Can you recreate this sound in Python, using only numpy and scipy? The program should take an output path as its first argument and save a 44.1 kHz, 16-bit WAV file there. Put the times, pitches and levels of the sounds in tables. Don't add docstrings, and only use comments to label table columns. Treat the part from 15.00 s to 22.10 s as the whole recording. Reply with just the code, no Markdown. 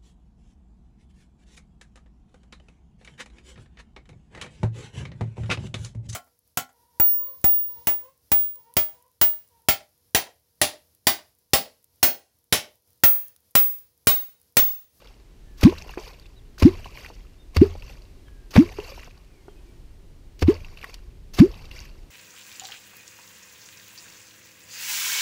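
import sys
import numpy as np
from scipy import signal
from scipy.fft import rfft, irfft, next_fast_len
from scipy.io import wavfile
from scipy.ndimage import uniform_filter1d, minimum_filter1d, map_coordinates

SR = 44100
rng = np.random.default_rng(int(sys.argv[2]) if len(sys.argv) > 2 else 0)


def unload_wav(signal):
    wavfile.write(
        sys.argv[1],
        SR,
        np.round(np.clip(np.atleast_2d(signal).T, -1, 1) * 32767).astype(np.int16),
    )


N = 313265

# (time [s], level [dB])
BREEZE = [(0.0, -51), (1.4, -49.5), (3.3, -50), (4.8, -48.5), (5.2, -46.5), (5.8, -54), (6.3, -45),
          (7.1, -46.5)]
# (frequency [Hz], density [dB])
RUMBLE_SPECTRUM = [(11, -40.5), (18, -2), (43, -0.5), (57, -5.5), (80, -12), (130, -16.5), (178, -21),
                   (329, -32.5), (434, -37), (600, -38), (780, -63), (1320, -120)]
# (frequency [Hz], density [dB])
AIR_SPECTRUM = [(150, -31.5), (250, -1), (385, 0.5), (490, -9), (897, -14), (1310, -18), (2850, -18),
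                (3390, -20), (3760, -20), (4240, -20), (15500, -31.5)]
# (thrown [s], flight until most lands [s], scatter of the landing [s],
# churned water [dB], first fizz [dB], landing patter [dB], landing gurgle [dB])
SHOWERS = [(-0.4, 0.36, 0.082, -60, -54, -62, -52.5), (0.65, 0.4, 0.045, -40, -50.5, -46, -51),
           (1.65, 0.37, 0.05, -43.5, -51, -45.5, -51), (2.615, 0.28, 0.042, -47.5, -54.5, -51, -54.5),
           (3.58, 0.34, 0.1, -43.5, -49, -47.5, -57), (5.483, 0.39, .06, -44, -57, -51.5, -57),
           (6.402, 0.4, 0.051, -45.5, -54, -46.5, -65.5)]
# (frequency [Hz], density [dB])
PATTER_SPECTRUM = [(500, -23), (1200, -7.5), (1700, -8), (2400, 0), (3500, -7.5), (4500, -5), (6300, -7),
                   (7500, -14.5), (9500, -19), (13000, -14), (15500, -23)]
# (frequency [Hz], density [dB])
GURGLE_SPECTRUM = [(150, -20), (400, 8), (700, 2), (1000, 2), (1500, -10.5), (2200, -18), (5000, -77)]
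# (time [s], level [dB], pitch [Hz])
DROPS = [(0.0725, -39.5, 3500), (0.7802, -27.5, 2700), (0.7845, -30.5, 4000), (0.892, -34, 2730),
         (0.9378, -34.5, 1640), (1.1972, -41.5, 4530), (1.263, -43.5, 3650), (1.5805, -37, 1450),
         (1.8446, -32, 2860), (1.9737, -30, 2190), (2.0473, -29.5, 1900), (2.0619, -29.5, 2360),
         (2.823, -34.5, 2600), (3.2826, -44.5, 1630), (3.801, -31, 2690), (4.0326, -32, 2310),
         (5.6466, -34, 2640), (5.773, -32.5, 2580), (5.814, -33.5, 2730), (5.828, -31.5, 2300),
         (5.8423, -22.5, 1850), (5.9419, -26, 4260), (6.654, -35.5, 3680), (6.7128, -30.5, 2720)]
# (time [s], length [s], start [Hz], middle [Hz], end [Hz], level [dB])
BIRD_CALLS = [(0.442, 0.13, 1770, 1740, 1660, -66), (1.21, 0.064, 3950, 3600, 3460, -63),
              (1.354, 0.052, 3440, 3900, 2850, -56.5), (2.169, .09, 3400, 3300, 3130, -67),
              (2.381, 0.062, 3570, 3660, 3450, -59.5), (3.216, 0.31, 1710, 1633, 1560, -65),
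              (3.25, 0.052, 3350, 3190, 2860, -61.5), (4.257, 0.21, 2870, 2290, 2030, -67),
              (4.48, 0.056, 3200, 3180, 2940, -63.5), (4.55, 0.062, 2540, 2530, 2500, -63),
              (4.66, 0.072, 2370, 2310, 2400, -67.5)]
# (time [s], thin hiss [dB], surge ahead of the head [dB], tearing at pinch-off [dB])
BLADE_CUTS = [(0.572, -48, -24, -30.5), (1.580, -43.5, -30, -32), (2.545, -46, -31.5, -35.5),
              (3.505, -44, -23, -30.5), (5.391, -46.5, -45, -33.5), (6.333, -45.5, -22.5, -33)]
# (frequency [Hz], density [dB])
SLICE_SPECTRUM = [(400, -4), (1200, -14), (2600, -8), (4500, -6.5), (6300, -6.5), (8000, -19.5),
                  (15500, -16.5)]
# (time [s], level [dB], brightness [dB per octave])
SLAP_HITS = [(0.613, -31.5, 4), (.633, -20.5, 0.5), (.6365, -19, 0), (1.6261, -17, -1), (1.632, -27, -3),
             (2.568, -20.5, -0.5), (2.617, -24, -6), (3.541, -30.5, -1), (3.565, -14.5, -4.5),
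             (3.574, -14.5, -6), (5.4263, -16, -2.5), (6.394, -27.5, 1.5), (6.398, -26, -10)]
# (frequency [Hz], density [dB])
SLAP_SPECTRUM = [(150, -37.5), (450, 0), (750, -6.5), (1300, -7.5), (2300, -2), (3200, -10), (4200, -8),
                 (6200, -13), (7800, -20.5), (11000, -21.5), (15500, -25.5)]
# (time [s], level [dB])
HEAD_KNOCKS = [(0.631, -8.5), (1.622, -8.5), (2.564, -15.5), (3.556, -16), (5.421, -9), (6.386, -16.5)]
# (frequency [Hz], density [dB])
WOOD_SPECTRUM = [(100, -39), (250, 13), (430, 5), (700, -14), (1200, -24.5), (3000, -48)]
# (pinch-off [s], open before that for [s], throb [dB], plop [dB],
# start [Hz], end [Hz], glide [s], ring [s])
STROKES = [(0.6502, 0.015, -7.5, 0.9, 145, 432.5, 0.029, 0.028),
           (1.6514, 0.024, -6.5, .5, 172, 386, 0.014, 0.026),
           (2.6150, 0.045, -10, 1.5, 169, 428, 0.007, 0.017),
           (3.579, 0.017, -9.5, 0.1, 157, 372.5, 0.0238, 0.034),
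           (5.483, .058, -12.5, -3.5, 243, 480, 0.017, 0.022),
           (6.402, 0.0085, -11, 1.5, 131, 457, 0.033, 0.036)]
# (time [s], level [dB], pitch [Hz])
LUMPS = [(0.724, -25.5, 480), (0.863, -37, 600), (0.894, -30.5, 856), (0.974, -21.5, 349),
         (0.988, -29, 417), (1.858, -32.5, 1075), (2.101, -35, 460), (2.752, -34, 785), (3.786, -20, 400),
         (3.918, -30.5, 530), (3.977, -33, 937), (4.075, -37, 1000), (4.482, -33.5, 388),
         (5.836, -31.5, 1090)]
# (frequency [Hz], width [Hz], level over the direct sound [dB])
HOUSING_MODES = [(1093, 140, 0), (1492, 36, -12.5), (2735, 170, -2), (4620, 146, 2.5), (5420, 110, -2.5),
                 (12560, 1410, -6.5)]

AIR_DB = -58.5
CHURN_DB_PER_S, CHURN_LOW_DB = 116, 4
FIZZ_LOW_DB, TRAIL_DB_PER_S = -4, 61
WASH_DB, WASH_RISE_S, WASH_DB_PER_S = -34, 0.068, 39.5
TOP_HZ = 15600


def amp(db):
    return 10 ** (np.asarray(db) / 20)


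def unit(x):
    return x / np.sqrt(np.mean(x ** 2) + 1e-20)


def seconds(length):
    return np.arange(int(length * SR)) / SR


def add(track, s, sound):
    start = max(round(s * SR), 0)
    track[start:start + len(sound)] += sound[:len(track) - start]


def wobble(rate):
    knots = rng.standard_normal(int(N * rate / SR) + 4)
    return map_coordinates(knots, [np.arange(N) * rate / SR])


def coloured(x, spectrum):
    hz, db = np.transpose(spectrum)
    grid = np.fft.rfftfreq(len(x), 1 / SR)
    gain = amp(np.interp(np.log(grid + 1), np.log(hz), db))
    return unit(irfft(rfft(x) * gain, len(x)))


def noise(spectrum, size):
    return coloured(rng.standard_normal(next_fast_len(size)), spectrum)[:size]


def bubble(t, hz, cycles, rise):
    age = t * hz / cycles
    tone = np.sin(2 * np.pi * hz * t * (1 + rise * np.tanh(age / 2) / 2))
    return tone * np.exp(-age) * (1 - np.exp(-2 * t * hz))


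def bubbles(low_hz, high_hz, cycles, spread_db, count):
    when, pitch, size = rng.random((count, 3)).T[:, :, None]
    hz = low_hz * (high_hz / low_hz) ** pitch
    t = seconds(min(10 / low_hz, .012))
    strength = np.sqrt(hz) * amp(-spread_db * np.log(size + .02))
    fade_out = 1 - (t / t[-1]) ** 4
    grains = strength * bubble(t, hz, cycles, .15) * fade_out
    index = (when * N).astype(int) + np.arange(len(t))
    return unit(np.bincount(index.ravel(), grains.ravel(), N)[:N])


def outdoors(wind_db=3, gust_db=2, air_db=-1):
    s, db = np.transpose(BREEZE)
    breeze_db = np.interp(np.arange(N) / SR, s, db) + wind_db + gust_db * wobble(4.1)
    rumble = amp(breeze_db) * noise(RUMBLE_SPECTRUM, N)
    air = amp(AIR_DB + air_db + 0.64 * wobble(3.9)) * noise(AIR_SPECTRUM, N)
    return rumble + air


def spray(patter_db=-3, gurgle_db=-2.5, mist=0.9, drip=0.56, clump_db=2.0, swell_s=0.01):
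    t = np.arange(N) / SR
    high_power, low_power = np.zeros(N), np.zeros(N)
    for thrown, flight, scatter, churn_db, fizz_db, land_db, land_low_db in SHOWERS:
        age = np.maximum(t - thrown, 0)
        swell = 1 - np.exp(-age / swell_s)
        churn = swell * amp(churn_db - CHURN_DB_PER_S * age)
        fizz = swell * amp(fizz_db - TRAIL_DB_PER_S * np.maximum(age - flight, 0))
        landing = swell * np.exp(-((age - flight) / scatter) ** 2 / 2)
        high_power += churn ** 2 + fizz ** 2 + (amp(land_db) * landing) ** 2
        low_power += (amp(CHURN_LOW_DB) * churn) ** 2 + (amp(FIZZ_LOW_DB) * fizz) ** 2
        low_power += (amp(land_low_db) * landing) ** 2
    fine = bubbles(1337, 15000, cycles=13.0, spread_db=2.5, count=11000)
    drips = bubbles(1210, 7000, cycles=2.0, spread_db=4.0, count=450)
    patter = coloured(fine + drip * drips + mist * rng.standard_normal(N), PATTER_SPECTRUM)
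    lower = bubbles(410, 1920, cycles=7.8, spread_db=2.0, count=2000)
    gurgle = coloured(lower + mist * rng.standard_normal(N), GURGLE_SPECTRUM)
    high = amp(patter_db) * np.sqrt(high_power) * patter
    low = amp(gurgle_db) * np.sqrt(low_power) * gurgle
    return (high + low) * amp(clump_db * wobble(90))


def drops(tick_db=-8, tick_t60_s=0.028, ring_db=1.0):
    out, t = np.zeros(N), seconds(.05)
    for s, db, hz in DROPS:
        colour = [(hz / 4, -20), (hz * .7, -3), (hz, 0), (hz * 1.5, -7), (hz * 3, -22)]
        decay = amp(tick_db - 60 * t / tick_t60_s)
        tick = decay * noise(colour, len(t)) * (1 - np.exp(-t / 0.00036))
        ring = amp(ring_db) * bubble(t, hz, cycles=4.3, rise=0.057)
        add(out, s, amp(db) * (tick + ring))
    return out


def birds(bird_db=-1):
    out = np.zeros(N)
    for s, length, *pitch_hz, db in BIRD_CALLS:
        u = seconds(length) / length
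        glide = np.polyval(np.polyfit([0, .5, 1], pitch_hz, 2), u)
        hz = glide * (1 + 0.006 * wobble(149)[:len(u)])
        whistle = np.sin(2 * np.pi * np.cumsum(hz) / SR)
        add(out, s, amp(db + bird_db) * np.sin(np.pi * u) * whistle)
    return out


def cuts(surge_rise_s=0.01, surge_fade_s=0.0095, tear_rise_s=0.0091, tear_fade_s=0.033):
    t = np.arange(N) / SR
    thin, churn = np.zeros(N), np.zeros(N)
    for (s, hiss_db, surge_db, tear_db), (pinch, open_s, *_) in zip(BLADE_CUTS, STROKES):
        entry = pinch - open_s
        fade_in = np.clip((t - s) / 0.0042, 0, 1)
        fade_out = np.clip((entry - t) / .01 + 1, 0, 1)
        thin += amp(hiss_db) * fade_in * fade_out
        surge_s = np.where(t < entry, surge_rise_s, surge_fade_s)
        churn += amp(surge_db) * np.exp(-np.abs(t - entry) / surge_s)
        tear_s = np.where(t < pinch, tear_rise_s, tear_fade_s)
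        churn += amp(tear_db) * np.exp(-np.abs(t - pinch) / tear_s)
    swarm = bubbles(580, 13370, cycles=3.5, spread_db=4, count=9000)
    fizz = coloured(swarm + rng.standard_normal(N), SLAP_SPECTRUM)
    hiss = thin * amp(4.6 * wobble(130)) * noise(SLICE_SPECTRUM, N)
    return hiss + churn * fizz


def slaps(fade_s=0.0041, rise_s=0.0021, rough_db=3):
    out = np.zeros(N)
    u = seconds(.05) - .01
    for s, slap_db, tilt_db in SLAP_HITS:
        colour = [(hz, db + tilt_db * np.log2(hz / 2000)) for hz, db in SLAP_SPECTRUM]
        blow = np.exp(-np.abs(u) / np.where(u < 0, rise_s, fade_s))
        add(out, s + u[0], amp(slap_db) * blow * noise(colour, len(u)))
    return out * amp(rough_db * wobble(600))


def knocks(knock_db=-1, t60_s=0.046):
    out, t = np.zeros(N), seconds(.06)
    for s, db in HEAD_KNOCKS:
        decay = amp(db + knock_db - 60 * t / t60_s)
        add(out, s, decay * (1 - np.exp(-t / 0.00046)) * noise(WOOD_SPECTRUM, len(t)))
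    return out


def plops(pocket_hz=82, pocket_fade_s=0.05, pocket_hold=0.32, close_s=0.00094, ebb=1.66, burst=1.86):
    out, t = np.zeros(N), seconds(.2)
    for pinch, open_s, pocket_db, plop_db, start_hz, end_hz, glide, ring in STROKES:
        age = np.maximum(t - open_s, 0)
        sealed = (1 + np.tanh((t - open_s) / close_s)) / 2
        climb = end_hz + (start_hz - end_hz) * np.exp(-age / glide)
        hz = pocket_hz + sealed * (climb - pocket_hz)
        throb = amp(pocket_db) * (pocket_hold + (1 - pocket_hold) * np.exp(-t / pocket_fade_s))
        break_up = 1 + (age / (burst * ring)) ** 8
        plop = amp(plop_db) * np.exp(-(age / ring) ** ebb) / break_up
        tone = -np.sin(2 * np.pi * np.cumsum(hz) / SR)
        add(out, pinch - open_s, tone * ((1 - sealed) * throb + sealed * plop))
    return out


def hull(tube_hz=86, tube_db=-22, t60_s=0.47):
    out, t = np.zeros(N), seconds(.6)
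    for pinch, open_s, _, plop_db, *_ in STROKES:
        hz = tube_hz * (1 + rng.normal(0, .04))
        hum = np.tanh(open_s / 0.03) * np.sin(2 * np.pi * hz * t)
        decay = amp(plop_db + tube_db - 60 * t / t60_s)
        add(out, pinch, hum * decay * (1 - np.exp(-t / .015)))
    return out


def wash():
    t = np.arange(N) / SR
    heave = np.zeros(N)
    for pinch, *_ in STROKES:
        age = np.maximum(t - pinch, 0)
        heave += (1 - np.exp(-age / WASH_RISE_S)) * amp(WASH_DB - WASH_DB_PER_S * age)
    return heave * noise(RUMBLE_SPECTRUM, N)


def fragments(piece_db=-30, spread_s=.045, count=5):
    out, t = np.zeros(N), seconds(.1)
    for pinch, _, _, plop_db, _, end_hz, _, ring in STROKES:
        for late, size in rng.random((count, 2)):
            piece_hz = end_hz * (.88 + 0.38 * size * late)
            piece = bubble(t, piece_hz, cycles=8.5, rise=0.083)
            level = amp(plop_db + piece_db - 14.2 * late)
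            add(out, pinch + 1.1 * ring + spread_s * late, level * piece)
    return out


def plunks(splat_db=-3.5, splat_t60_s=0.032, ring_db=-5):
    out, t = np.zeros(N), seconds(0.11)
    for s, db, hz in LUMPS:
        decay = amp(splat_db - 60 * t / splat_t60_s)
        splat = decay * noise(GURGLE_SPECTRUM, len(t)) * (1 - np.exp(-t / .0005))
        ring = amp(ring_db) * bubble(t, hz, cycles=4.5, rise=0.096)
        add(out, s, amp(db) * (splat + ring))
    return out


def reflections(x, t60_s, delay_s):
    t = seconds(.6)
    onset = np.clip(t / delay_s - 1, 0, 1)
    tail = rng.standard_normal(len(t)) * amp(-60 * t / t60_s) * onset
    return signal.fftconvolve(x, tail / np.linalg.norm(tail))[:N]


def housing(x):
    size = next_fast_len(N + SR // 2)
    f = np.fft.rfftfreq(size, 1 / SR)
    response = 1
    for hz, width, db in HOUSING_MODES:
        response = response + amp(db) * 1j * f * width / (hz * hz - f * f + 1j * f * width)
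    return irfft(rfft(x, size) * response, size)[:N]


def scene():
    splash = housing(amp(-3.5) * slaps() + amp(-3.0) * cuts() + spray() + amp(-2.0) * drops())
    water = plops() + fragments() + amp(-1.5) * knocks() + plunks() + splash
    boat = amp(-20.0) * reflections(water, t60_s=0.12, delay_s=0.0044)
    song = birds()
    bank = amp(-16.5) * reflections(song, t60_s=.4, delay_s=.02)
    return (water + boat + hull() + wash() + song + bank + outdoors())[None]


def record(dry, ceiling=0.99, hold_s=0.003):
    span = max(int(hold_s * SR), 1)
    needed = np.minimum(1, ceiling / (np.abs(dry) + 1e-9))
    gain = uniform_filter1d(minimum_filter1d(needed, 2 * span + 1), span)
    size = next_fast_len(N + SR // 2)
    passband = np.fft.rfftfreq(size, 1 / SR) < TOP_HZ
    return irfft(rfft(dry * gain, size) * passband, size)[:, :N]


dry = scene()
out = record(dry)
unload_wav(out)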